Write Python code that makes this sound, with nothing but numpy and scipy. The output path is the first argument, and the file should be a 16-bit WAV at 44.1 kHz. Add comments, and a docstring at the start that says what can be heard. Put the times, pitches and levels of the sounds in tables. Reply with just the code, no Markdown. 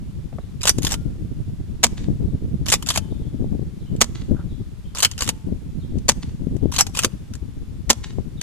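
"""A spring airsoft shotgun is pumped and fired four times in an open field, just ahead of a head-worn camera.
Each pump is a rattling pull and a push home, built from shaped noise bursts and gritty scraping.
Each shot is a piston slam of enveloped noise, a stock thump and a muzzle pop that echoes off fence and hedge.
Wind rumbles and bumps on the two microphone ports as swelling filtered noise and short pressure swings;
small birds twitter far away as gliding sines, over distant air and a faint electronic whine."""
import sys
import numpy as np
from scipy import signal
from scipy.fft import rfft, irfft
from scipy.io import wavfile
from scipy.ndimage import uniform_filter1d

SR = 44100
rng = np.random.default_rng(int(sys.argv[2]) if len(sys.argv) > 2 else 0)


def store_pcm(level_fs):
    """Save levels as 16-bit WAV."""
    pcm = np.round(np.clip(level_fs, -1, 1) * 32767).astype(np.int16)
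    wavfile.write(sys.argv[1], SR, np.atleast_2d(pcm).T)


N = 371322
TIME = np.arange(N) / SR
EDGE_HZ = 14950  # upper band limit

# shots: piston slam t/s, relative level/dB, left-right balance/dB, share to fence/dB, share to hedge/dB
SHOT_ROWS = [(1.837, -6.5, 0, -5, -4.5), (4.0132, -7.5, -2.5, -4.5, -2.5), (6.089, -8, 1.5, -2, -9.5),
             (7.9007, -7, -0.5, 1.5, -3)]
# colour of the sliding fore-end: f/Hz, relative level/dB per Hz
SLIDE_TONE = [(100, -27), (350, -11.5), (550, -8), (1100, -4), (1500, -4.5), (1750, -4.5), (2300, -5),
              (2900, 0.5), (4500, -2), (7000, 1.5), (9500, -5.5), (12000, -10.5), (15000, -24)]
# big eddies on the windward port: t/s, relative bump level/dB, gust over the breeze/dB
EDDY_HITS = [(0.787, -1.5, 5.5), (.846, -6, 0), (2.086, -6, 9), (2.226, -10.5, 5.5), (2.425, -10.5, 0),
             (3.125, -10.5, 3.5), (3.444, -6.5, 4.5), (3.552, -7.5, 6.5), (3.595, -6.5, -2),
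             (3.953, -5.5, 15), (4.311, -6, 8.5), (4.348, -4.5, 8), (5.281, -19.5, 12), (5.49, -15, 5.5),
             (5.525, -6.5, 14), (5.957, -6, 13.5), (6.471, -1, 4), (6.566, -10.5, 8), (6.658, 2, 11),
             (8.186, -4, 10)]


def amp(db):
    """Linear gain of a level in dB."""
    return 10 ** (np.asarray(db) / 20)


def evened(x):
    """Scales to unit rms."""
    return x / np.sqrt(np.mean(x ** 2) + 1e-20)


def read(points, hz, axis=1):
    """A column of a table along log frequency."""
    points = np.array(points, float)
    return np.interp(np.log(hz + 1), np.log(points[:, 0] + 1), points[:, axis])


def add(mix, s, sound):
    """Mixes a sound in at s seconds, cut off at the end of the mix."""
    part = mix[..., max(round(s * SR), 0):][..., :sound.shape[-1]]
    part += sound[..., :part.shape[-1]]


def panned(db):
    """Left and right gains of unit mean power."""
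    gains = amp(np.array([db, -db]).reshape(2, -1) / 2)
    return gains / np.sqrt((amp(db) + amp(-db)) / 2)


def convolved(x, taps):
    """Convolution of each channel, cut to the length of the scene."""
    return signal.fftconvolve(np.atleast_2d(x), np.atleast_2d(taps), axes=1)[:, :N]


def coloured(x, tone, size=4096):
    """Minimum-phase filter of unit energy with the given spectrum."""
    log_gain = np.log(amp(read(tone, abs(np.fft.fftfreq(size, 1 / SR)))))
    taps = np.fft.ifft(np.exp(np.conj(signal.hilbert(log_gain)))).real[:size // 2]
    return convolved(x, taps / np.linalg.norm(taps))


def noise(tone):
    """Steady noise of unit rms, unrelated in the two ports."""
    spectrum = rfft(rng.standard_normal((2, N)))
    return evened(irfft(spectrum * amp(read(tone, np.fft.rfftfreq(N, 1 / SR))), N))


def wander(hz):
    """Two random drifts of unit rms, fading out above hz."""
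    spectrum = rfft(rng.standard_normal((2, N)))
    return evened(irfft(spectrum * np.exp(-(np.fft.rfftfreq(N, 1 / SR) / hz) ** 2), N))


def port_noise():
    """White noise from the gun: alike in both ports in the bass, with a likeness that varies higher up."""
    # how the two ports hear the gun: f/Hz, likeness/0-1, left lead/rad
    port_match = [(198, 1, 0.11), (1000, 0.77, 0.153), (2090, 0.8, 0.87), (3440, 0.3, 2.18),
                  (5180, 0.77, 2.35), (6420, 0.27, 4.53), (8940, 0.02, 3.94), (12100, 1, 5.08)]
    hz = np.fft.rfftfreq(N, 1 / SR)
    left, other = rfft(rng.standard_normal((2, N)))
    same = np.clip(read(port_match, hz), 0, 1)
    right = (same * left + np.sqrt(1 - same ** 2) * other) * np.exp(-1j * read(port_match, hz, axis=2))
    return irfft(np.array([left, right]), N)


def scatter(t60):
    """Sparse reflections that die away, of unit energy in the left port."""
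    t = TIME[:SR]
    taps = rng.standard_normal((2, SR)) * (rng.random((2, SR)) < .1) * 1000 ** (-t / t60)
    return taps / np.linalg.norm(taps[0])


def reflections(echoes):
    """Distinct echoes from ahead, reaching the left port just before the right."""
    taps = np.zeros((2, SR))
    for s, db in echoes:
        add(taps[0], s, amp([db]))
        add(taps[1], s + 2 / SR, amp([db]))
    return taps


def background(whine_hz=3520, whine_db=-78, whine_fall_db=1):
    """Distant air is filtered noise; the camera's thin whine is four harmonic sines, each weaker."""
    # distant air: f/Hz, relative level/dB per Hz
    air_tone = [(100, 4.5), (900, 1), (1700, -2.5), (3500, -4), (10000, -11), (13500, -16.5), (15000, -30)]
    whine = np.zeros(N)
    for k in range(4):
        tone = np.sqrt(2) * np.sin(2 * np.pi * (k + 1) * whine_hz * TIME)
        whine += amp(whine_db - k * whine_fall_db) * tone
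    air = noise(air_tone)
    # a little of each port leaks into the other
    return amp(-56.0) * evened(air + 0.098 * air[::-1]) + whine


def birds(warble=0.04, twitter_db=4, chirp_s=.06):
    """Short whistles that swoop down to their lowest pitch or flick up from it, blurred by distance."""
    # notes before the warble: t/s, starting f/Hz, final f/Hz, relative level/dB
    notes = [(.395, 4600, 3320, -64), (2.255, 4500, 3500, -65), (2.32, 3400, 2880, -72),
             (3.0, 3050, 3680, -60), (3.09, 4700, 3190, -57), (3.22, 3200, 3670, -63),
             (3.79, 4500, 3400, -61.5), (3.84, 3300, 2990, -62), (4.485, 4300, 3270, -59),
             (4.835, 3050, 3620, -56), (5.79, 4600, 3220, -58.5), (6.6, 3100, 3550, -60),
             (8.365, 4000, 3170, -54)]
    out = np.zeros(N)
    quaver, flicker = wander(hz=94.4)
    t = np.arange(0, chirp_s, 1 / SR)
    for s, from_hz, to_hz, db in notes:
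        height = t / chirp_s if to_hz > from_hz else 1 - t / chirp_s
        glide = min(from_hz, to_hz) + abs(to_hz - from_hz) * height ** 2
        hz = glide * (1 + warble * np.interp(s + t, TIME, quaver))
        whistle = np.sin(2 * np.pi * np.cumsum(hz) / SR)
        add(out, s, amp(db) * signal.windows.tukey(len(t), .5) * whistle)
    out = out * amp(twitter_db * flicker)
    return amp(-3) * out + amp(2) * convolved(out, scatter(t60=0.7))


def wind(rumble_db=-1, rumble_growth=0.8, flutter_db=-8, flutter_growth=1.28,
         flurry_db=5, flurry_s=0.0048, usual_db=-30):
    """Turbulence at each port: a rumble, and a flutter higher up that grows faster in gusts."""
    # slowly swelling breeze strength: t/s, left level/dB, right level/dB
    breeze = [(0.0, -32.5, -32), (0.62, -33.5, -34.5), (0.85, -23.5, -26), (1.3, -29.5, -29.5),
              (1.8, -30.5, -31.5), (2.15, -26, -26), (2.68, -27.5, -25.5), (2.85, -27.5, -37),
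              (3.55, -23, -28.5), (3.72, -28.5, -37.5), (4.0, -34, -27), (4.551, -26, -33),
              (4.8, -35.5, -41), (5.95, -33, -28), (6.62, -26.5, -33), (7.2, -31.5, -35.5),
              (8.42, -30, -36.5)]
    # low turbulence: f/Hz, relative level/dB per Hz
    rumble_tone = [(10, -5), (25, -2.5), (50, 1.5), (100, 0), (180, -6.5), (280, -20), (450, -35.5),
                   (900, -63.5), (3000, -79.5)]
    # higher turbulence: f/Hz, relative level/dB per Hz
    flutter_tone = [(40, -15.5), (130, 3.5), (260, -1.5), (400, -12), (700, -29), (1400, -50.5),
                    (5000, -63)]
    gust_s, gust_lead_s = 0.04, .005  # a gust's half length, and how far it peaks ahead of its bump
    gust_lee = .3  # share of the gust's dB at the sheltered port
    lumps_db, flutter_lumps_db, eddy_s = 4.5, 5.5, .11  # depth and longest life of the small eddies
    s, *ports = np.transpose(breeze)
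    breeze_db = np.array([np.interp(TIME, s, db) for db in ports]) - usual_db
    gusts_db = sum(rise_db * np.exp(-((TIME - at + gust_lead_s) / gust_s) ** 2)
                   for at, _, rise_db in EDDY_HITS)
    strength_db = breeze_db + np.array([[1], [gust_lee]]) * gusts_db
    flurry = sum(np.exp(-abs(TIME - at) / flurry_s) for at, *_ in EDDY_HITS)  # broken air round each big eddy
    eddies = wander(hz=32.36)
    eddies = np.minimum(evened(eddies - uniform_filter1d(eddies, round(eddy_s * SR))), 2)
    rumble_level = rumble_db + rumble_growth * strength_db + lumps_db * eddies
    rumble = amp(rumble_level) * noise(rumble_tone)
    flutter_level = flutter_db + flutter_growth * strength_db + flutter_lumps_db * eddies + flurry_db * flurry
    flutter = amp(flutter_level) * noise(flutter_tone)
    return amp(usual_db) * (rumble + flutter)


def buffets(cycles=0.11, lee_db=-16, bump_hz=157.4, bump_spread=0.29):
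    """An eddy hits the windward left port: one push of pressure and its rebound, its speed varied by chance."""
    t, out = TIME[:SR // 10] - 1 / 20, np.zeros(N)
    for (s, db, _), luck in zip(EDDY_HITS, 2 * rng.random(len(EDDY_HITS)) - 1):
        hz = bump_hz * (1 + bump_spread * luck)
        swing = np.sin(2 * np.pi * hz * t - .5) / np.cosh(t * hz / cycles)
        add(out, s - 1 / 20, -amp(db) * swing)
    return amp([[0], [lee_db]]) * out


def rustle(grain_db=3, start_s=4.33, length_s=0.13, level_db=-50):
    """A sleeve brushes the gun: grainy filtered noise under one smooth swell."""
    # cloth: f/Hz, relative level/dB per Hz
    cloth_tone = [(1000, -6), (1450, 2), (1900, -16), (14000, -43)]
    out = np.zeros(N)
    add(out, start_s, amp(level_db) * signal.windows.hann(round(length_s * SR)))
    return coloured(out * amp(grain_db * wander(hz=120)[0]) * port_noise(), cloth_tone)


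def field(gun, forward):
    """Grass scatters all sound; the forward pop comes back crisp from the fence and as a wash from the hedge."""
    # echoes off the fence boards: delay t/s, relative level/dB
    fence_echoes = [(.137, -17.5), (.143, -33)]
    # echoes off the hedge trunks: delay t/s, relative level/dB
    hedge_echoes = [(.169, -50), (.2, -25)]
    # colour of the echoes: f/Hz, relative level/dB
    echo_tone = [(150, -19), (700, -3), (4000, 8.5), (6000, 2), (10000, -3.5), (15000, -45)]
    # colour of the long scatter: f/Hz, relative level/dB
    field_tone = [(150, -27.5), (700, 5.5), (4000, -2), (7000, -4.5), (14000, 3.5)]
    leaves_s, leaves_db, leaves_t60_s = .145, -21, .45  # the foliage's wash: delay, relative level, decay
    s, *_, fence_db, hedge_db = np.transpose(SHOT_ROWS)
    foliage = reflections(hedge_echoes)
    add(foliage, leaves_s, amp(leaves_db) * scatter(t60=leaves_t60_s))
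    fence = convolved(forward * amp(np.interp(TIME, s, fence_db)), reflections(fence_echoes))
    hedge = convolved(forward * amp(np.interp(TIME, s, hedge_db)), foliage)
    near = amp(-25.5) * convolved(gun, scatter(t60=0.069))
    far = amp(-29) * coloured(convolved(gun, scatter(t60=1.0)), field_tone)
    return near + far + amp(2.0) * coloured(fence + hedge, echo_tone)


def ringing(modes):
    """Sum of dying modes, one second long."""
    t = TIME[:SR]
    return sum(amp(db - 60 * t / t60) * np.cos(2 * np.pi * hz * t) for hz, db, t60 in modes)


def through_body(x, ring_db):
    """Adds the ring of the gun's body to the blows."""
    # modes of the plastic body and barrel: f/Hz, relative level/dB, t60/s
    body_modes = [(1075, 4, 0.016), (1389, -3, 0.041), (2980, -12.5, 0.1), (4713, -3, 0.07),
                  (5132, -1.5, 0.037), (6270, 0, 0.039), (7150, 2, 0.032), (9250, -17, .06)]
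    ring = ringing(body_modes)
    return x + amp(ring_db) * convolved(x, ring / np.linalg.norm(ring))


def clacks(rows, tone, rise_s, snap_s, rattle_s, rattle_db, uneven_db):
    """Each contact is a snap and a chatter of loose parts, and favours its own random bands."""
    size, lead = 4096, .004
    t, hz = TIME[:size] - lead, np.fft.rfftfreq(size, 1 / SR)
    hiss, out = port_noise(), np.zeros((2, N))
    after = np.maximum(t, 0)
    decay = np.hypot(np.exp(-after / snap_s), amp(rattle_db) * np.exp(-after / rattle_s))
    shape = np.exp(np.minimum(t, 0) / rise_s) * decay
    bands = np.linspace(0, np.sqrt(EDGE_HZ), num=40) ** 2  # Hz, closer together in the bass
    lucks = rng.standard_normal((len(rows), len(bands)))
    for k, ((s, db), luck) in enumerate(zip(rows, lucks)):
        favour = evened(amp(uneven_db * np.interp(hz, bands, np.clip(luck, -2, 2))))
        burst = hiss[:, k * size // 2:][:, :size] * shape
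        add(out, s - lead, amp(db) * irfft(rfft(burst) * favour))
    return coloured(out, tone)


def scrape(strokes, rub_db, grain_db):
    """The slide rubs along its rails in gritty slips, from the start of a stroke until it locks."""
    rub = np.zeros(N)
    for start, end, *_ in strokes:
        add(rub, start, amp(rub_db) * signal.windows.tukey(round((end - start) * SR), .5))
    grain = evened(amp(grain_db * np.clip(wander(hz=402)[0], -2, 2)))
    return coloured(rub * grain * port_noise(), SLIDE_TONE)


def pump():
    """The slide knocks along its rails, catches the spring and is pushed home; the cocked spring rings."""
    # pulls: start t/s, catch engages t/s, relative catch level/dB
    pulls = [(0.632, 0.6709, -10), (2.673, 2.7195, -9), (4.952, 5.025, -9.5), (6.725, 6.7839, -12)]
    # pushes home: start t/s, latch t/s, relative latch level/dB, cocked spring f/Hz, spring level/dB
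    pushes = [(0.813, 0.941, -18, 1397, -55), (2.858, 2.9757, -11.5, 877, -52.5),
              (5.177, 5.291, -11, 876, -52), (6.931, 7.047, -8.5, 913, -62.5)]
    # slide on its lock, rails and back stop: t/s, relative level/dB
    slide_knocks = [(.6115, -32.5), (.617, -26), (.633, -19), (.638, -19.5), (.6545, -14.5), (.6938, -3),
                    (.822, -28.5), (.8315, -22), (.8495, -15.5), (.869, -15), (.909, -27), (.920, -16.5),
                    (.930, -16), (2.660, -31), (2.665, -24.5), (2.678, -29), (2.685, -17), (2.691, -20),
                    (2.7015, -16.5), (2.739, -4.5), (2.756, -25.5), (2.863, -28), (2.871, -22),
                    (2.889, -12.5), (2.903, -15), (2.907, -17.5), (2.955, -24), (2.960, -14.5),
                    (4.950, -28.5), (4.956, -26), (4.973, -29.5), (4.985, -21), (4.993, -21),
                    (5.004, -15.5), (5.0485, -5), (5.1795, -27.5), (5.190, -27.5), (5.208, -16.5),
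                    (5.222, -16.5), (5.234, -23.5), (5.265, -33), (5.277, -14.5), (6.718, -31),
                    (6.723, -26), (6.737, -31), (6.745, -26), (6.751, -29), (6.7635, -18.5), (6.802, -12),
                    (6.809, -4.5), (6.951, -25.5), (6.972, -11), (6.985, -25.5), (6.991, -11.5),
                    (7.027, -24.5), (7.035, -16.5), (7.040, -28)]
    # single clicks of the fore-end and of the gun in the hands: t/s, relative level/dB
    click_rows = [(.7845, -25), (2.8255, -26), (3.964, -44), (5.114, -27.5), (5.9848, -43), (6.5661, -42),
                  (6.8675, -26), (7.3372, -35), (7.3528, -37), (8.414, -22)]
    # faint dull taps: t/s, relative level/dB
    tap_rows = [(.3287, -37.5), (.3857, -32.5), (4.348, -39), (4.3917, -40.5), (8.1857, -36.5)]
    # dull colour: f/Hz, relative level/dB per Hz
    dull_tone = [(200, 9.5), (600, 9), (1500, -5), (3000, -18.5), (12000, -37.5)]
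    teeth_db, tooth_s = [-5, 1.5, -1, -4.5], .0045  # the catch runs over a few teeth: levels and spacing
    spring_t60_s = .75
    teeth = [(s + k * tooth_s, db + tooth_db) for _, s, db in pulls for k, tooth_db in enumerate(teeth_db)]
    latches = [(s, db) for _, s, db, *_ in pushes]
    knocks = clacks(slide_knocks, SLIDE_TONE, rise_s=0.00048, snap_s=0.001027,
                    rattle_s=0.0068, rattle_db=-2.5, uneven_db=5.5)
    locks = clacks(teeth + latches, SLIDE_TONE, rise_s=0.0008, snap_s=0.0014,
                   rattle_s=0.006, rattle_db=-2, uneven_db=2)
    rubbing = scrape(pulls, rub_db=-35, grain_db=7) + scrape(pushes, rub_db=-34, grain_db=6)
    ticks = clacks(click_rows, SLIDE_TONE, rise_s=0.0005, snap_s=0.0041,
                   rattle_s=0.00848, rattle_db=-9, uneven_db=2.5)
    taps = clacks(tap_rows, dull_tone, rise_s=0.0015, snap_s=0.0034,
                  rattle_s=0.011, rattle_db=-8, uneven_db=-3.5)
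    # the fore-end hits home
    hollow = amp(-7.5) * clacks(latches, dull_tone, rise_s=0.00079, snap_s=0.0035,
                                rattle_s=0.013, rattle_db=-15.5, uneven_db=5.5)
    spring = np.zeros(N)
    for _, s, _, hz, db in pushes:
        add(spring, s, ringing([(hz, db, spring_t60_s)]))
    bright = through_body(knocks + locks + rubbing + ticks, ring_db=-23.0)
    return bright * panned(0.61) + taps + hollow + spring


def shots(pop_db=4, pop_s=0.00021, pop_at=0.0061, ground_at=0.014, ground_db=-7,
          thump_db=-15, thump_hz=231, thump_t60=0.16):
    """The piston runs and slams, the stock thumps, then air pops from the muzzle and bounces off the ground."""
    # piston run, its end, slam, bounce, air release, its tail, spring recoil:
    # t/s after the slam, relative level/dB, rise/s, decay/s
    stages = [(-.0045, -8.5, 0.0011, 0.0051), (-.001, -15, .001, .002), (.0006, 3.5, 0.00034, 0.0068),
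              (.004, -5.5, .0004, 0.00096), (.0075, 5, 0.00088, .0016), (.0095, -17.5, 0.001007, .012),
              (0.0303, -14.5, .0012, 0.0021)]
    # colour of the blows: f/Hz, relative level/dB per Hz
    blow_tone = [(60, -22), (200, -10.5), (450, -2), (700, -1.5), (1050, -2), (1500, -6), (2700, -3),
                 (4000, -3), (5500, -1), (7000, 2), (9000, -7), (12000, -15.5), (15000, -30)]
    lead = .03
    t = TIME[:SR // 5] - lead
    power = sum(amp(db) ** 2 * np.exp(2 * np.minimum((t - s) / rise, (s - t) / decay))
                for s, db, rise, decay in stages)
    after = np.maximum(t, 0)
    thump = amp(thump_db - 60 * after / thump_t60) * np.sin(2 * np.pi * thump_hz * after)
    # a sharp pressure jump that dips below zero and recovers
    u = TIME[:SR // 5] / pop_s
    pop = amp(pop_db) * (1 - u) * np.exp(-u)
    blows, thumps, bounces, pops = np.zeros((4, 2, N))
    for s, db, side_db, *_ in SHOT_ROWS:
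        add(blows, s - lead, amp(db) * panned(side_db) * np.sqrt(power))
        add(thumps, s - lead, amp(db) * thump)
        add(bounces, s + ground_at, amp(db + ground_db) * pop)
        add(pops, s + pop_at, amp(db) * pop)
    slams = through_body(coloured(blows * port_noise(), blow_tone), ring_db=-26.5)
    return slams + thumps + bounces, pops


def scene():
    """The gun, its echoes from the field, wind on the ports, a sleeve and the far background."""
    action, pops = shots()
    gun = action + pops + pump()
    forward = (pops + amp(-15.5) * action).mean(0)  # the muzzle throws its pop downrange
    return gun + field(gun, forward) + wind() + buffets() + birds() + background() + rustle()


def record(dry):
    """The input clips at full scale, where slams overload it; then a low-pass sets the band limit."""
    clipped = np.clip(dry, -1, 1)
    low_pass = signal.firwin(255, EDGE_HZ, window=("kaiser", 7), fs=SR)
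    return signal.oaconvolve(clipped, low_pass[None], "same")


dry = scene()
out = record(dry)
store_pcm(out)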